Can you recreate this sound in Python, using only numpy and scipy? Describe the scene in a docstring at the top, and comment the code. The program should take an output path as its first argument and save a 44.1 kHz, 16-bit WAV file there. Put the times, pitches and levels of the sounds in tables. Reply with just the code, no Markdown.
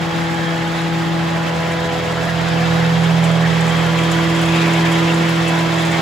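"""A steady engine hums in a farm workshop while the microphone is carried round a parked mower.
The hum is orders of the shaft speed, swelling and fading in the room's standing waves; high even orders
make a tight buzz. Beneath it, a rush of air and mechanical noise throbs, rattles lightly and grows with
nearness. Loose metal chatters, parts clank faintly, resonances pass and handling adds dry clicks."""
import sys
import numpy as np
from scipy import signal
from scipy.fft import rfft, irfft
from scipy.io import wavfile

SR = 44100
rng = np.random.default_rng(int(sys.argv[2]) if len(sys.argv) > 2 else 0)


def pcm_store(signal):
    """Save signal as 16-bit PCM."""
    levels = np.round(np.clip(np.atleast_2d(signal), -1, 1) * 32767)
    wavfile.write(sys.argv[1], SR, levels.astype(np.int16).T)


N = 265041
TIME_S = np.arange(N) / SR
BINS_HZ = np.fft.rfftfreq(N, 1 / SR)
SIDES = np.array([[1], [-1]])  # left, right; pan = left minus right

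# Walk towards the noise: t/s, nearness/0-1
WALK = [(0, 0), (1.2, 0.05), (2.2, 0.23), (2.72, 0.52), (3.15, 0.35), (3.6, 0.57), (4.1, 0.65), (4.6, 0.89),
        (5.3, 0.65), (6.01, 0.65)]
# Coherence of the two microphone ports: f/Hz, coherence/0-1
PORT_COHERENCE = [(60, 0.98), (160, 0.28), (300, 0.79), (600, 0.45), (1200, 0.52), (2200, 0.55),
                  (3500, 0.78), (5000, 0.34), (7000, 0.7), (9000, 1), (16000, 0.78)]
# Port balance: f/Hz, pan/dB
PORT_BALANCE = [(60, 3), (99, -8.5), (160, 9), (270, -9.5), (450, -7), (740, -3.5), (1220, -5),
                (2010, -1.5), (3330, 4.5), (5500, 0.5), (9080, 2.5), (15000, -1.5)]
# Treble phase steps between left and right: f/Hz, left lead/rad
TREBLE_LEAD = [(0, 0), (7500, 0), (8700, -3.1), (9550, -3.2), (10400, -6.2), (11650, -6.3), (12500, -9.4),
               (13750, -9.4), (14550, -12.5), (16500, -12.6)]
# Rush spectrum across the room: f/Hz, relative density/dB
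FAR_SPECTRUM = [(20, -30), (32, -13), (70, -9), (130, 4.5), (200, 2.5), (330, -5), (700, 0.5), (1250, -3.5),
                (2000, -3), (4000, -13.5), (6000, -17.5), (7500, -20), (10000, -27.5), (16000, -33.5)]
# Rush spectrum close by: f/Hz, relative density/dB
NEAR_SPECTRUM = [(20, -34), (32, -16), (70, -5), (130, 2), (200, 3.5), (330, -1.5), (700, 2.5), (1250, -3),
                 (2200, -2), (4000, -12.5), (6000, -14.5), (7500, -16.5), (10000, -24), (16000, -31)]
# Casing resonances: f/Hz, width/Hz, gain/dB
CASING_MODES = [(2430, 120, -2.5), (2660, 56, 1.5), (2850, 190, -1.5), (3270, 300, 3), (3920, 220, 3.5),
                (4420, 300, 1.5), (5040, 330, 3)]
# Throb of the rush: shaft order, weight
THROB_ORDERS = [(2, .35), (6, 0.33), (8, .8)]
# Resonances along the walk: centre t/s, half length/s, f/Hz, width/Hz, level/dB
PASSING_BANDS = [(2.55, 0.7, 760, 170, -35.5), (2.66, .25, 4900, 800, -42), (3.96, .6, 3260, 330, -37.5)]
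# Handling clicks: t/s, relative level/dB, treble gain/dB, length/s
HANDLING_CLICKS = [(0.3394, -32, -5, .012), (2.058, -30, -3, .008), (2.1206, -29, -3, .006),
                   (2.2494, -35, 6, .012), (2.4833, -32, -3, .01), (3.035, -34, -5, .012),
                   (3.2395, -26.5, -3, .015), (3.607, -23, -7, .007), (3.678, -29, -5, 0.028),
                   (3.9868, -23, -5, 0.0043), (4.1125, -22, -3, 0.012), (4.2976, -29, -8, .008),
                   (4.347, -30, -5, .006), (4.414, -28, 7.5, .009), (4.455, -34, 8, .004),
                   (4.7326, -26, -5, .009), (4.7696, -30, -4, .004), (4.9167, -26, 2, .013),
                   (5.1394, -28, -5, .012), (5.2894, -33, 9, .008), (5.4779, -28, 1, .017),
                   (5.7808, -27, -2, .007), (5.8187, -33, 5, .005), (5.8494, -26, -2, .009),
                   (5.914, -30, -5, .01)]
# Click spectrum: f/Hz, relative density/dB
CLICK_SPECTRUM = [(1000, -22), (5000, -21), (6800, 8), (8200, 4.5), (10500, -2), (16000, -17)]
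# Ringing metal parts: peak t/s, f/Hz, width/Hz, relative level/dB, length/s
METAL_CLANKS = [(0.45, 1720, 220, -33.5, 0.29), (0.946, 1830, 200, -40, .12), (1.7, 2000, 220, -37, 0.13),
                (2.296, 1810, 445, -27.5, 0.049), (2.553, 735, 160, -36, 0.079),
                (2.727, 760, 200, -31, 0.09), (3.446, 1760, 420, -25, 0.043), (4.569, 2550, 600, -28, 0.25),
                (4.867, 1995, 1400, -24, 0.058), (4.923, 3260, 260, -29, 0.05),
                (5.104, 2660, 260, -25, 0.03), (5.491, 2620, 160, -32, 0.14),
                (5.555, 945, 220, -25.5, 0.055)]
# Engine speed: t/s, shaft f/Hz
SHAFT_SPEED = [(0, 41.5), (1.6, 41.45), (2, 41.58), (2.5, 41.45), (3.1, 41.45), (3.55, 41.22), (4.1, 41.35),
               (4.6, 41.5), (5.4, 41.47), (6.01, 41.35)]
# Buzz spectrum: f/Hz, relative level per order/dB
BUZZ_SPECTRUM = [(2000, -49), (2400, -51.5), (2650, -49), (2900, -53.5), (3300, -47), (3550, -53.5),
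                 (3850, -56), (4100, -69)]
# Main drone through the standing waves: t/s, level/dB, pan/dB
DRONE_PATH = [(0, -23.5, 4.5), (0.7, -23, 4), (1.25, -20.5, 3), (1.7, -22.5, -1.5), (2.03, -27, -1),
              (2.3, -22.5, -6), (2.65, -18, -5), (3.15, -14.3, -4.5), (3.95, -18.5, -5.5),
              (4.3, -18.5, -3.5), (4.65, -17, -2), (5.15, -17.5, -2), (6.01, -20, -1.5)]
# Swelling orders: shaft order, floor level/dB
STRONG_ORDERS = [(2, -43), (3, -41), (8, -42.5), (10, -48), (12, -45.5), (14, -46), (16, -44), (17, -46),
                 (20, -53), (24, -47), (28, -49)]
# Standing-wave loud spots: shaft order, centre t/s, half length/s, level/dB, pan/dB
ANTINODES = [(2, 2.35, 0.86, -37.5, -1), (2, 3.9, 0.68, -39, -5), (2, 5.3, .7, -45, -5),
             (3, 3.14, 1.14, -29, -3.5), (3, 5.9, 1.4, -34, -1), (8, 0.48, 0.56, -28.2, -0.5),
             (8, 1.13, 0.29, -30.5, -13), (8, 1.84, 0.26, -32.5, -2), (8, 2.58, 0.24, -32.5, -7),
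             (8, 3.54, 0.2, -35, -3), (8, 4.13, 0.26, -27.5, 3), (8, 4.74, 0.53, -22, -3),
             (8, 5.72, 0.57, -27, -6), (10, 2.05, 0.25, -37.5, 4), (10, 3.45, 0.54, -35.5, -2),
             (10, 4.9, 0.32, -35.5, -8), (10, 5.9, 0.27, -40, -6), (12, 0.35, .62, -35.5, 10),
             (12, 1.76, 0.32, -31, 7), (12, 2.07, 0.22, -30, -6), (12, 2.72, 0.27, -29.5, 11),
             (12, 3.88, 0.73, -31, 5), (12, 5.1, 0.21, -35.5, 18), (12, 5.38, 0.17, -30.3, -1),
             (14, 1.5, 0.42, -37.5, 8), (14, 2.14, 0.13, -39, -3), (14, 3.35, 0.097, -32, -4),
             (14, 4, 0.2, -38, -9), (14, 5.24, 0.56, -36.5, 3), (16, 1.87, 0.4, -35, 11),
             (16, 2.3, .12, -36.5, 0), (16, 2.8, .15, -49, -3), (16, 3.28, 0.18, -35.5, -11),
             (16, 3.9, .4, -45, -4), (16, 5.7, 0.36, -33.5, 4), (17, 2.45, .4, -38, -4),
             (17, 5.1, 1.4, -40, 7), (20, 0.73, 0.73, -32, 5.5), (20, 1.63, 0.42, -34.5, -4),
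             (20, 2.65, 0.16, -37, -2), (20, 3.5, 0.44, -36, -10), (20, 4.7, 0.34, -46, 11),
             (20, 6, 0.3, -34, -7), (24, 1.63, 0.38, -34, -2), (24, 2.75, 0.74, -39.5, 7),
             (24, 4.12, 0.25, -33, -7), (24, 4.907, 0.34, -33, -7), (24, 5.64, 0.13, -31.5, -3),
             (28, 4.08, 0.69, -35.5, -3), (28, 5.44, 0.32, -38, -4)]
# Weaker orders: shaft order, nominal level/dB
WEAK_ORDERS = [(1, -61), (6, -51.5), (7, -50), (9, -49), (18, -42.5), (22, -44.5), (26, -41.5), (30, -46),
               (31, -51), (32, -49.5), (34, -43.5), (36, -50), (38, -47.5), (40, -40), (44, -42.5),
               (46, -48.5)]


def gain_of(db):
    """dB to amplitude."""
    return 10 ** (np.asarray(db) / 20)


def unit_rms(x):
    """Scale to rms 1."""
    return x / np.sqrt(np.mean(x ** 2) + 1e-20)


def at_hz(table, hz):
    """Spectrum table interpolated over log frequency."""
    f, value = np.transpose(table)
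    return np.interp(np.log(hz + 1), np.log(f + 1), value)


def follow(table):
    """Columns of a time table at every sample."""
    t_s, *columns = np.transpose(table)
    return [np.interp(TIME_S, t_s, column) for column in columns]


def lowpass(x, cutoff_hz, order):
    """Zero-phase low-pass."""
    return irfft(rfft(x) / (1 + (BINS_HZ / cutoff_hz) ** order), N)


def drift(rate_hz):
    """Slow zero-mean noise, rms 1."""
    white = rng.standard_normal(N)
    return unit_rms(lowpass(white - white.mean(), rate_hz, 4))


def nearness():
    """Microphone nearness, 0-1."""
    return np.clip(follow(WALK)[0], 0, 1)


def ports(pair, colour_db=0):
    """Two unrelated signals, coloured and blended into the partly coherent microphone ports."""
    left, other = rfft(pair)
    coherence = np.clip(at_hz(PORT_COHERENCE, BINS_HZ), 0, 1)
    right = coherence * left + np.sqrt(1 - coherence ** 2) * other
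    lag = np.exp(-1j * np.interp(BINS_HZ, *np.transpose(TREBLE_LEAD)))
    lean = gain_of(at_hz(PORT_BALANCE, BINS_HZ) / 2)
    return irfft(np.array([left * lean, right * lag / lean]) * gain_of(colour_db), N)


def air(turns, colour_db, throb_db=0.54, throb_below_hz=4200):
    """Noise throbbing with the shaft under a smooth hiss; mono rms 1 in 1.1-4 kHz."""
    throb = sum(weight * np.cos(2 * np.pi * order * turns) for order, weight in THROB_ORDERS)
    white = rng.standard_normal((2, N))
    pulsing = white * (gain_of(throb_db * throb) - 1)
    pulsing = irfft(rfft(pulsing) * (BINS_HZ < throb_below_hz), N)
    pair = ports(white + pulsing, colour_db)
    midband = (BINS_HZ > 1100) & (BINS_HZ < 4000)
    return pair / np.std(irfft(rfft(pair.mean(0)) * midband, N))


def rush(turns, near_from_s=1.8, near_by_s=4.42, rattle_hz=16.05, flicker_db=0.5):
    """Air and mechanical noise: louder and brighter close by, with a light rattle in the hiss."""
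    casing_db = sum(db * np.exp(-((BINS_HZ - hz) / width_hz) ** 2) for hz, width_hz, db in CASING_MODES)
    far = air(turns, at_hz(FAR_SPECTRUM, BINS_HZ) + 0.94 * casing_db)
    near = air(turns, at_hz(NEAR_SPECTRUM, BINS_HZ) + casing_db)
    blend = np.clip((TIME_S - near_from_s) / (near_by_s - near_from_s), 0, 1)
    noise = np.sqrt(1 - blend) * far + np.sqrt(blend) * near
    rumble = lowpass(noise, cutoff_hz=500, order=4)
    body = lowpass(noise, cutoff_hz=4500, order=8)
    hiss = noise - body
    beat_rad = 2 * np.pi * rattle_hz * TIME_S + 0.46 * drift(0.73)
    rattle_db = 0.65 * (np.cos(beat_rad) + 0.45 * np.cos(2 * beat_rad) + 1.1 * drift(28))
    out = rumble * gain_of(-28 + 1.5 * nearness())
    out += (body - rumble) * gain_of(-29.5 + 6 * nearness())
    out += hiss * gain_of(-30.5 + 4.5 * nearness() ** 1.83 + rattle_db)
    return gain_of(flicker_db * drift(19)) * out


def clatter(noise, surge_db=1.33, surge_hz=24):
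    """Uneven clatter: eight midrange bands of the noise surge independently."""
    spectrum, out = rfft(noise), noise.copy()
    edges_hz = np.geomspace(700, 4200, 9)
    for low_hz, high_hz in zip(edges_hz, edges_hz[1:]):
        band = irfft(spectrum * ((BINS_HZ >= low_hz) & (BINS_HZ < high_hz)), N)
        surge = unit_rms(gain_of(surge_db * drift(surge_hz)))
        out += band * (surge - 1)
    return out


def resonances(surge_db=2.3, surge_hz=9):
    """Broad, uneven resonances come and go as the microphone rounds the mower."""
    out = np.zeros((2, N))
    for centre_s, half_s, hz, width_hz, level_db in PASSING_BANDS:
        band_db = -10 * np.log10(1 + (2 * (BINS_HZ - hz) / width_hz) ** 4)
        roar = unit_rms(ports(rng.standard_normal((2, N)), band_db))
        passing = np.exp(-((TIME_S - centre_s) / half_s) ** 4 / 2)
        out += roar * passing * gain_of(level_db + surge_db * drift(surge_hz))
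    return out


def clanks():
    """Metal parts ring in narrow bands, blurred by the room into a swell and a longer fall."""
    out = np.zeros((2, N))
    for peak_s, hz, width_hz, level_db, length_s in METAL_CLANKS:
        span = abs(TIME_S - peak_s) < 0.5
        size = span.sum()
        band = 1 / (1 + (2 * (np.fft.rfftfreq(size, 1 / SR) - hz) / width_hz) ** 4)
        rings = unit_rms(irfft(rfft(rng.standard_normal((2, size))) * band, size))
        age = (TIME_S[span] - peak_s) / length_s
        envelope = np.exp(-np.where(age < 0, 4, 2) * age ** 2)
        out[:, span] += gain_of(level_db) * rings * envelope
    return ports(out)


def clicks(trim_db=-3, rise_s=0.001, tail_share=0.26, tail_s=0.039, faint_per_s=20, faint_s=0.0075):
    """Handling clicks: dull or bright noise bursts with weak tails; fainter ones fall at random."""
    onsets = rng.random(N) < faint_per_s / SR
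    faint = onsets * gain_of(-45 + 11 * rng.uniform(-1, 1, N) + 4.5 * nearness())
    dull_env = bright_env = signal.lfilter([1], [1, -np.exp(-1 / (faint_s * SR))], faint)
    for onset_s, level_db, treble_db, length_s in HANDLING_CLICKS:
        age_s = np.clip(TIME_S - onset_s, 0, 0.5)
        attack = 1 - np.exp(-age_s / rise_s)
        decay = (1 - tail_share) / (1 + (age_s / length_s) ** 4) + tail_share * np.exp(-age_s / tail_s)
        burst = attack * decay * gain_of(level_db + trim_db)
        dull_env = dull_env + burst
        bright_env = bright_env + burst * gain_of(treble_db)
    grain = ports(rng.standard_normal((2, N)), at_hz(CLICK_SPECTRUM, BINS_HZ))
    dull = lowpass(grain, cutoff_hz=9000, order=16)
    return dull_env * dull + bright_env * (grain - dull)


def chatter(parts=30, low_hz=1300, high_hz=3700, knocks_per_s=90, rise_s=0.004, ring_s=0.013):
    """Loose metal parts knock at random, each ringing at its own pitch, softened by the room."""
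    t_s = np.arange(0, 0.12, 1 / SR)
    envelope = (1 - np.exp(-t_s / rise_s)) * np.exp(-t_s / ring_s)
    onsets = rng.random((2, N)) < knocks_per_s / SR
    knocks = onsets * gain_of(3 * np.minimum(rng.exponential(1, (2, N)), 2))
    struck = rng.integers(0, parts, (2, N))
    pitches_hz = np.geomspace(low_hz, high_hz, parts) * rng.uniform(0.97, 1.02, parts)
    out = np.zeros((2, N))
    for part, hz in enumerate(pitches_hz):
        ring = envelope * np.sin(2 * np.pi * hz * t_s) * np.sqrt(low_hz / hz)
        out += signal.oaconvolve(knocks * (struck == part), ring[None], axes=1)[:, :N]
    return ports(unit_rms(out)) * gain_of(-37 + 5 * nearness())


def buzz(turns, changes_per_s=4):
    """Tight rattle, twice a turn: high even orders, each shifting with the room's echoes."""
    shaft_hz = SHAFT_SPEED[0][1]
    out = np.zeros((2, N))
    for order in range(48, 98, 2):
        knots = rng.standard_normal((2, 64)) + 1j * rng.standard_normal((2, 64))
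        field = np.array([np.interp(TIME_S * changes_per_s, np.arange(64), side) for side in knots])
        tone = (field * np.exp(2j * np.pi * order * turns)).real
        out += gain_of(at_hz(BUZZ_SPECTRUM, order * shaft_hz)) * tone
    return ports(out) * gain_of(-2 + 6 * nearness())


def standing_wave(order, floor_db, flatness=2.7):
    """Amplitude of one order along the walk: a floor plus a swell at each loud spot."""
    power = gain_of(floor_db) ** 2
    for spot_order, centre_s, half_s, level_db, pan_db in ANTINODES:
        if spot_order == order:
            swell = np.exp(-abs((TIME_S - centre_s) / half_s) ** flatness)
            power = power + gain_of(level_db + SIDES * pan_db / 2) ** 2 * swell
    return np.sqrt(power)


def hum(turns, drone_order=4, flutter=0.027, flutter_hz=25, echo_hz=0.64):
    """Engine shaft orders: a main drone, plus others that room echoes shift differently at each port."""
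    drone_db, pan_db = follow(DRONE_PATH)
    waver = 1 + flutter * drift(flutter_hz)
    drone = waver * np.cos(2 * np.pi * (drone_order * turns + rng.random()))
    out = np.sqrt(2) * gain_of(drone_db + SIDES * pan_db / 2) * drone
    for order, floor_db in STRONG_ORDERS:
        shift_rad = (0.054 * drift(3.8) + SIDES * 0.086 * drift(echo_hz)) * order / drone_order
        waver = 1 + flutter * drift(flutter_hz) + 0.057 * drift(2.3)
        tone = waver * np.cos(2 * np.pi * (order * turns + rng.random()) + shift_rad)
        out += np.sqrt(2) * standing_wave(order, floor_db) * tone
    for order, level_db in WEAK_ORDERS:
        shared = 1 + 0.24 * (drift(echo_hz) + 1j * drift(echo_hz))
        field = shared + 1j * SIDES * drift(echo_hz)
        phasor = np.exp(2j * np.pi * (order * turns + rng.random()))
        out += gain_of(level_db) * (field * phasor).real
    return out


def scene():
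    """One shaft drives the hum, the buzz and the throb of the rush."""
    shaft_hz = follow(SHAFT_SPEED)[0] * (1 + 0.0006 * drift(6.6))
    turns = np.cumsum(shaft_hz) / SR
    engine = hum(turns) + buzz(turns)
    return engine + clatter(rush(turns)) + resonances() + clanks() + clicks() + chatter()


def record(dry):
    """Band limit at 15.8 kHz."""
    taps = signal.firwin(511, 15800, window=("kaiser", 9), fs=SR)
    return signal.oaconvolve(dry, taps[None], "same")


dry = scene()
out = record(dry)
pcm_store(out)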